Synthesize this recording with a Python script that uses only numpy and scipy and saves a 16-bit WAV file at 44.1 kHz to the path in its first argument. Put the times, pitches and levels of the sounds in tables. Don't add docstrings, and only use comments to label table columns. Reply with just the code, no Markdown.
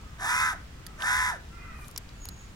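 import sys
import numpy as np
from scipy import signal
from scipy.fft import rfft, irfft
from scipy.io import wavfile
from scipy.ndimage import uniform_filter1d

SR = 44100
rng = np.random.default_rng(int(sys.argv[2]) if len(sys.argv) > 2 else 0)


def master(y):
    cut = np.clip(np.atleast_2d(y).T, -1, 1)
    pcm = np.round(cut * 32767)
    wavfile.write(sys.argv[1], SR, pcm.astype(np.int16))


def field_ratio(decibels):
    return 10 ** (np.asarray(decibels, dtype=float) / 20)


N = 112454


def evened(x):
    return x / np.sqrt(np.mean(x ** 2) + 1e-20)


def read(points, hz):
    f, value = np.transpose(points)
    return np.interp(np.log(hz + 1), np.log(f + 1), value)


def add(mix, s, sound):
    at = round(s * SR)
    sound = sound[..., max(-at, 0):]
    part = mix[..., max(at, 0):][..., :sound.shape[-1]]
    part += sound[..., :part.shape[-1]]


def resonate(x, hz, width_hz):
    turn = np.exp(2j * np.pi * np.cumsum(hz * np.ones(len(x))) / SR)
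    r = np.exp(-np.pi * width_hz / SR)
    slow = signal.lfilter([(1 - r) ** 2], [1, -2 * r, r * r], x / turn + 1e-18)
    return 2 * (turn * slow).real


def drift(count, size):
    once = uniform_filter1d(rng.standard_normal(count), size)
    return evened(uniform_filter1d(once, size))


# f/Hz, level/dB
PORT_LEVEL = [(60, 0), (110, 2.5), (200, -1), (380, 6), (700, 1.5), (1290, 0.5), (2380, -2), (4400, 1),
              (8120, -9.5), (15000, 3)]
# f/Hz, phase/rad
PORT_PHASE = [(0, -1), (1030, 0.84), (2150, 2), (3790, 4.5), (9300, 10), (10500, 14), (14400, 8.5),
              (16300, 15)]


def ports(x):
    hz = np.fft.rfftfreq(N, 1 / SR)
    half = field_ratio(read(PORT_LEVEL, hz) / 2) * np.exp(.5j * read(PORT_PHASE, hz))
    return irfft(rfft(x) * np.array([half, 1 / half]), N)


# f/Hz, density/(dB per Hz)
TRAFFIC = [(12, -12.5), (25, -4), (50, 1.5), (90, -6), (180, -12), (400, -24), (800, -33.5), (1500, -53)]
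# f/Hz, density/(dB per Hz)
LEAVES = [(200, -30), (600, -26.5), (1300, -23.5), (2100, -26.5), (4000, -32), (6900, -36.5), (11000, -47),
          (16000, -45.5)]


def air():
    air_db = -44.5
    frames, hz = N // 512 + 5, np.fft.rfftfreq(2048, 1 / SR)
    bed = 0
    for colour, same in ((TRAFFIC, .98), (LEAVES, .033)):
        a, b, c, d, patches = rng.standard_normal((frames, 1025, 5)).T
        patches = uniform_filter1d(patches, size=20, axis=0)
        patches = evened(uniform_filter1d(patches, size=7, axis=1))
        left = a + 1j * b
        right = same * left + np.sqrt(1 - same ** 2) * (c + 1j * d)
        bed = bed + np.array([left, right]) * field_ratio(read(colour, hz)[:, None] + 0.82 * patches)
    noise = signal.istft(bed, nperseg=2048, noverlap=1536)[1][:, :N]
    return field_ratio(air_db) * evened(ports(noise))


# t/s, length/s, level/dB, top f/Hz, sag share
FAR_CAWS = [
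    (-.1, 0.34, -59.5, 648, .27),
    (0.739, 0.19, -57, 659, 0.086),
    (0.867, 0.11, -58, 658, 0.27),
    (1.487, 0.35, -48.5, 699.6, .27),
    (1.621, 0.14, -56, 617, 0.065),
    (1.567, 0.11, -52.5, 492.2, 0.013),
    (1.79, 0.058, -49.5, 606, 0.057),
]
# f/Hz, width/Hz, level/dB
FAR_FORMANTS = [(1300, 300, 0), (1480, 60, 2), (1950, 500, -3), (2420, 160, -3)]


def far_caw(start, length, level_db, top_hz, sag):
    dull, breath, wander_db, swell = .8, .36, 3.5, .8
    u = np.arange(0, 1, 1 / (SR * length))
    hz = top_hz * (1 - sag * abs(u - .3) ** 1.25) * (1 + .003 * drift(len(u), size=200))
    turns = 2 * np.pi * np.cumsum(hz) / SR
    folds = sum(field_ratio(wander_db * drift(len(u), size=900)) * np.cos(k * turns) for k in range(1, 6))
    drive = (1 - breath) * evened(folds) + breath * 3 * rng.standard_normal(len(u))
    voice = 0
    for f, width_hz, db in FAR_FORMANTS:
        dull_db = dull * (level_db + 48) * (f > 1400)
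        voice = voice + field_ratio(db + dull_db) * resonate(drive, f, width_hz)
    return start, field_ratio(level_db) * np.sin(np.pi * u) ** swell * evened(voice)


def yard(x):
    t60_s = .3
    t = np.arange(SR // 2) / SR
    tail = rng.standard_normal((2, len(t))) * field_ratio(-60 * t / t60_s) * (t > .006)
    tail = signal.lfilter([.5], [1, -.5], tail)
    return signal.fftconvolve(x[None], tail / np.linalg.norm(tail[0]), axes=1)[:, :N]


# t/s, peak level/dB, ring f/Hz, left-right level/dB, snap f/Hz
CRACKS = [(0.013, -54, 6300, 0, 6900), (1.845, -43, 3860, 0, 4000), (.866, -32, 4750, -13, 7600),
          (1.005, -36.5, 2430, -18, 2520), (1.022, -22, 3450, -13, 3150), (1.812, -49, 10800, 3, 12000),
          (1.8823, -41.5, 9400, 16, 10000), (1.9128, -49, 8700, 17, 10000),
          (1.9618, -26.5, 5700, -9.5, 4340), (1.977, -22.5, 5000, 4.5, 10400), (2.091, -44, 4050, 10, 4000),
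          (2.111, -48, 2490, 9, 3940), (2.2549, -34.5, 5860, 5, 9300), (2.2882, -33, 4100, -16, 9200)]


def bite(s, peak_db, ring_hz, pan_db, snap_hz):
    t60_s, spread_s, snap_db, ring_db = 0.0097, 0.0015, -1, -7.5
    t = np.arange(1300) / SR
    noise = rng.standard_normal(2 * len(t))
    snap = resonate(noise, snap_hz, snap_hz ** 2 / 5360).reshape(2, -1)
    snap = snap * (8000 / snap_hz) * field_ratio(-90 * t / t60_s)
    ring = field_ratio(-60 * t / t60_s) * np.sin(2 * np.pi * ring_hz * t)
    one = field_ratio(snap_db) * (snap[0] + .5 * snap) + field_ratio(ring_db) * ring
    one = signal.lfilter(*signal.butter(2, snap_hz / 3.6, "high", fs=SR), one)
    out = one.copy()
    for lag, size in rng.random((3, 2)):
        add(out, (1 + 2 * lag) * spread_s, 0.47 * size * one)
    return s, field_ratio(peak_db) * field_ratio([[pan_db / 2], [-pan_db / 2]]) * out


# t/s, level/dB, f/Hz
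BOWL_KNOCKS = [
    (.035, -44.5, 1100),
    (0.867, -39, 1820),
    (1.79, -39, 1040),
    (1.891, -41, 1200),
    (1.961, -36.5, 1070),
    (2.2549, -41, 970),
    (2.287, -43.5, 1370),
]


def knock(s, db, hz):
    t60_s = 0.014
    t = np.arange(1000) / SR
    return s, field_ratio(db - 60 * t / t60_s) * np.sin(2 * np.pi * hz * t)


# t/s, sum tone f/Hz, effort level/dB, membrane difference f/Hz
FIRST_CAW = [
    (.172, 597.7, -63, 82.4),
    (.205, 674.3, -37, 81.1),
    (.24, 804, -29.5, 82.6),
    (.295, 972, -25.5, 82.14),
    (.418, 1032, -24.5, 82.6),
    (.47, 1018, -27.5, 79),
    (.512, 977.6, -30, 70.3),
    (.535, 747, -35.5, 70.9),
    (.575, 480, -67, 72),
]
SECOND_CAW = [
    (.975, 601, -53, 82.8),
    (1.02, 698.4, -33, 83.83),
    (1.075, 987.5, -26, 82.94),
    (1.14, 1006, -25, 82.46),
    (1.19, 1022, -26, 83.8),
    (1.245, 1008, -27, 82.6),
    (1.305, 987.4, -29, 79),
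    (1.335, 717.5, -38.5, 79),
    (1.375, 486, -50, 76),
]
MIXING_TONES = [
    [[(-39, -20.5, -16.5, -15.5, 0, -15), (-11, -13, -3.5, -16, 1.5, -4.5),
     (-2.5, -25, -20, -12, -13, -5.5), (0, -21, -26, -18, -33, -9)], [(-50, -24, -10, -31, -1.5, -8),
     (-29, -3, 2.5, -34, 1, 2.5), (-6, -3, -25, -4, -7, -3.5), (-20, -17, -30, -30, -31, -12)]],
    [[(-38, -19, -10.5, -20, -1.5, -13), (-26, -23, -11, -13, 3, -1.5), (-1.5, -2, -3, -9, -3, -3),
     (-18, -8, -26, -22, -30, -12)], [(-42, -21.5, -11, -20, 1.5, -13), (-23, -15, -1.5, -19, 1, -10),
     (-8, 1.5, 1, -7, -3, -5), (-5, -12, -30, -23, -38, -40)]],
]
# f/Hz, width/Hz, level/dB
FORMANTS = [(1011, 114, -9.5), (1270, 210, -7.5), (1548, 140, -4.5), (1754, 94, -2.5), (2000, 220, -16),
            (3800, 74, -19)]
# f/Hz, density/(dB per Hz)
RASP_COLOUR = [(2300, 4.5), (3050, -7.5), (3550, 1.5), (4200, -10.5), (5300, -3), (11200, -9), (12500, -26),
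               (15000, -19)]


def caw(curve, tone_mixes, settle_s):
    lock_hz, lock_width_hz, wander_db, jitter = 925, 38, 1.3, .0012
    rough_db, rough_ends_db, glide_db, glide_width_hz, drop_db = -10, -1, -12, 130, -6.5
    rasp_db, rasp_follow, rasp_lead_s, puff_depth = -10.5, 1.03, 0.0074, 0.16
    s, sum_hz, db, apart_hz = np.transpose(curve)
    t = np.arange(s[0], s[-1], 1 / SR)
    n = len(t)
    top = uniform_filter1d(np.interp(t, s, sum_hz), size=600)
    effort_db = np.interp(t, s, db)
    beat_hz = np.interp(t, s, apart_hz) * (1 + 2 * jitter * drift(n, size=500))
    low_hz = (top * (1 + jitter * drift(n, size=200)) - beat_hz) / 2
    beat = 2 * np.pi * np.cumsum(beat_hz) / SR
    low = 2 * np.pi * np.cumsum(low_hz) / SR
    lock = 1 / (1 + np.exp((lock_hz - top) / lock_width_hz))

    late = np.clip((t - settle_s) / .03 + .5, 0, 1)
    tones = 0
    for m, row in enumerate(np.transpose(tone_mixes, (1, 2, 0))):
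        for k, (early_mix, late_mix) in enumerate(row):
            tone_db = early_mix + (late_mix - early_mix) * late
            tone_db = tone_db + wander_db * (m + .5) / 2 * drift(n, size=1500)
            phase = (m + 2) * low + (k - len(row) // 2) * beat + 3 * rng.random()
            tones = tones + field_ratio(tone_db) * np.cos(phase)

    gate = (1 + puff_depth * np.cos(low)) * (1 + puff_depth * np.cos(beat))
    puffs = gate * rng.standard_normal(n)
    rough = evened(sum(field_ratio(d) * resonate(puffs, f, w) for f, w, d in FORMANTS))
    glide = evened(resonate(puffs, top, glide_width_hz))
    locked = evened(tones) + field_ratio(rough_db) * rough
    loose = field_ratio(rough_ends_db) * rough + field_ratio(glide_db) * glide
    loose = loose + (t > t.mean()) * field_ratio(drop_db) * (np.cos(2 * low + beat) + .2 * glide)
    voice = lock * locked + (1 - lock) * loose

    hz = np.fft.rfftfreq(n, 1 / SR)
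    rasp = evened(irfft(rfft(puffs) * (hz > 2200) * field_ratio(read(RASP_COLOUR, hz)), n))
    early_db = np.minimum(np.interp(t + rasp_lead_s, s, db), effort_db + 0.5)
    rasp_level_db = db.max() + rasp_db + rasp_follow * (early_db - db.max())
    fade = np.clip(np.minimum(t - s[0], s[-1] - t) / 0.0049, 0, 1)
    return s[0], fade * (field_ratio(effort_db) * voice + field_ratio(rasp_level_db) * rasp)


def near(x):
    near_db, t60_s = -5, .02
    t = np.arange(800) / SR
    tail = np.diff(rng.standard_normal((2, len(t) + 2)), 2) * field_ratio(-60 * t / t60_s)
    return field_ratio(near_db) * signal.fftconvolve(x[None], tail / np.linalg.norm(tail[0]), axes=1)[:, :N]


def chew():
    mid_s, length_s, level_db = 1.85, 0.076, -53
    crumbs = resonate(rng.standard_normal(2 * N), 10000, 7000).reshape(2, N)
    crumbs = crumbs * field_ratio(2.5 * drift(N, size=60))
    return field_ratio(level_db) * np.exp(-((np.arange(N) / SR - mid_s) / length_s) ** 2) * crumbs


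# t/s, f/Hz, level/dB
INSECT_TRILL = [
    (2.167, 6860, -73),
    (2.2, 6830, -60),
    (2.223, 6710, -50),
    (2.359, 6690, -59.5),
    (2.43, 6720, -58),
    (2.52, 6750, -80),
]


def insect():
    width_hz, octave_db = 95, -21
    s, hz, db = np.transpose(INSECT_TRILL)
    t, out = np.arange(s[0], s[-1], 1 / SR), np.zeros(N)
    buzz = evened(resonate(rng.standard_normal(len(t)), np.interp(t, s, hz), width_hz))
    octave = buzz ** 2 - uniform_filter1d(buzz ** 2, size=64)
    add(out, s[0], field_ratio(np.interp(t, s, db)) * (buzz + field_ratio(octave_db) * octave))
    return out * field_ratio([[-1], [1]])


def scene():
    yard_db = -13
    far, cat, crow = np.zeros(N), np.zeros((2, N)), np.zeros(N)
    for row in FAR_CAWS:
        add(far, *far_caw(*row))
    for row in CRACKS:
        add(cat, *bite(*row))
    for row in BOWL_KNOCKS:
        add(cat, *knock(*row))
    add(crow, *caw(FIRST_CAW, MIXING_TONES[0], settle_s=0.407))
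    add(crow, *caw(SECOND_CAW, MIXING_TONES[1], settle_s=1.165))
    far_crow = 0.6 * far + .5 * yard(far)
    near_crow = ports(crow) + near(crow) + field_ratio(yard_db) * yard(crow)
    return air() + far_crow + cat + near_crow + chew() + insect()


def top_cut(x):
    return signal.sosfilt(signal.butter(12, 16670, fs=SR, output="sos"), x)


def record(dry):
    low_pass = signal.firwin(511, 16000, window=("kaiser", 9), fs=SR)
    mix = signal.oaconvolve(dry, low_pass[None], "same")
    return top_cut(mix)


dry = scene()
out = record(dry)
master(out)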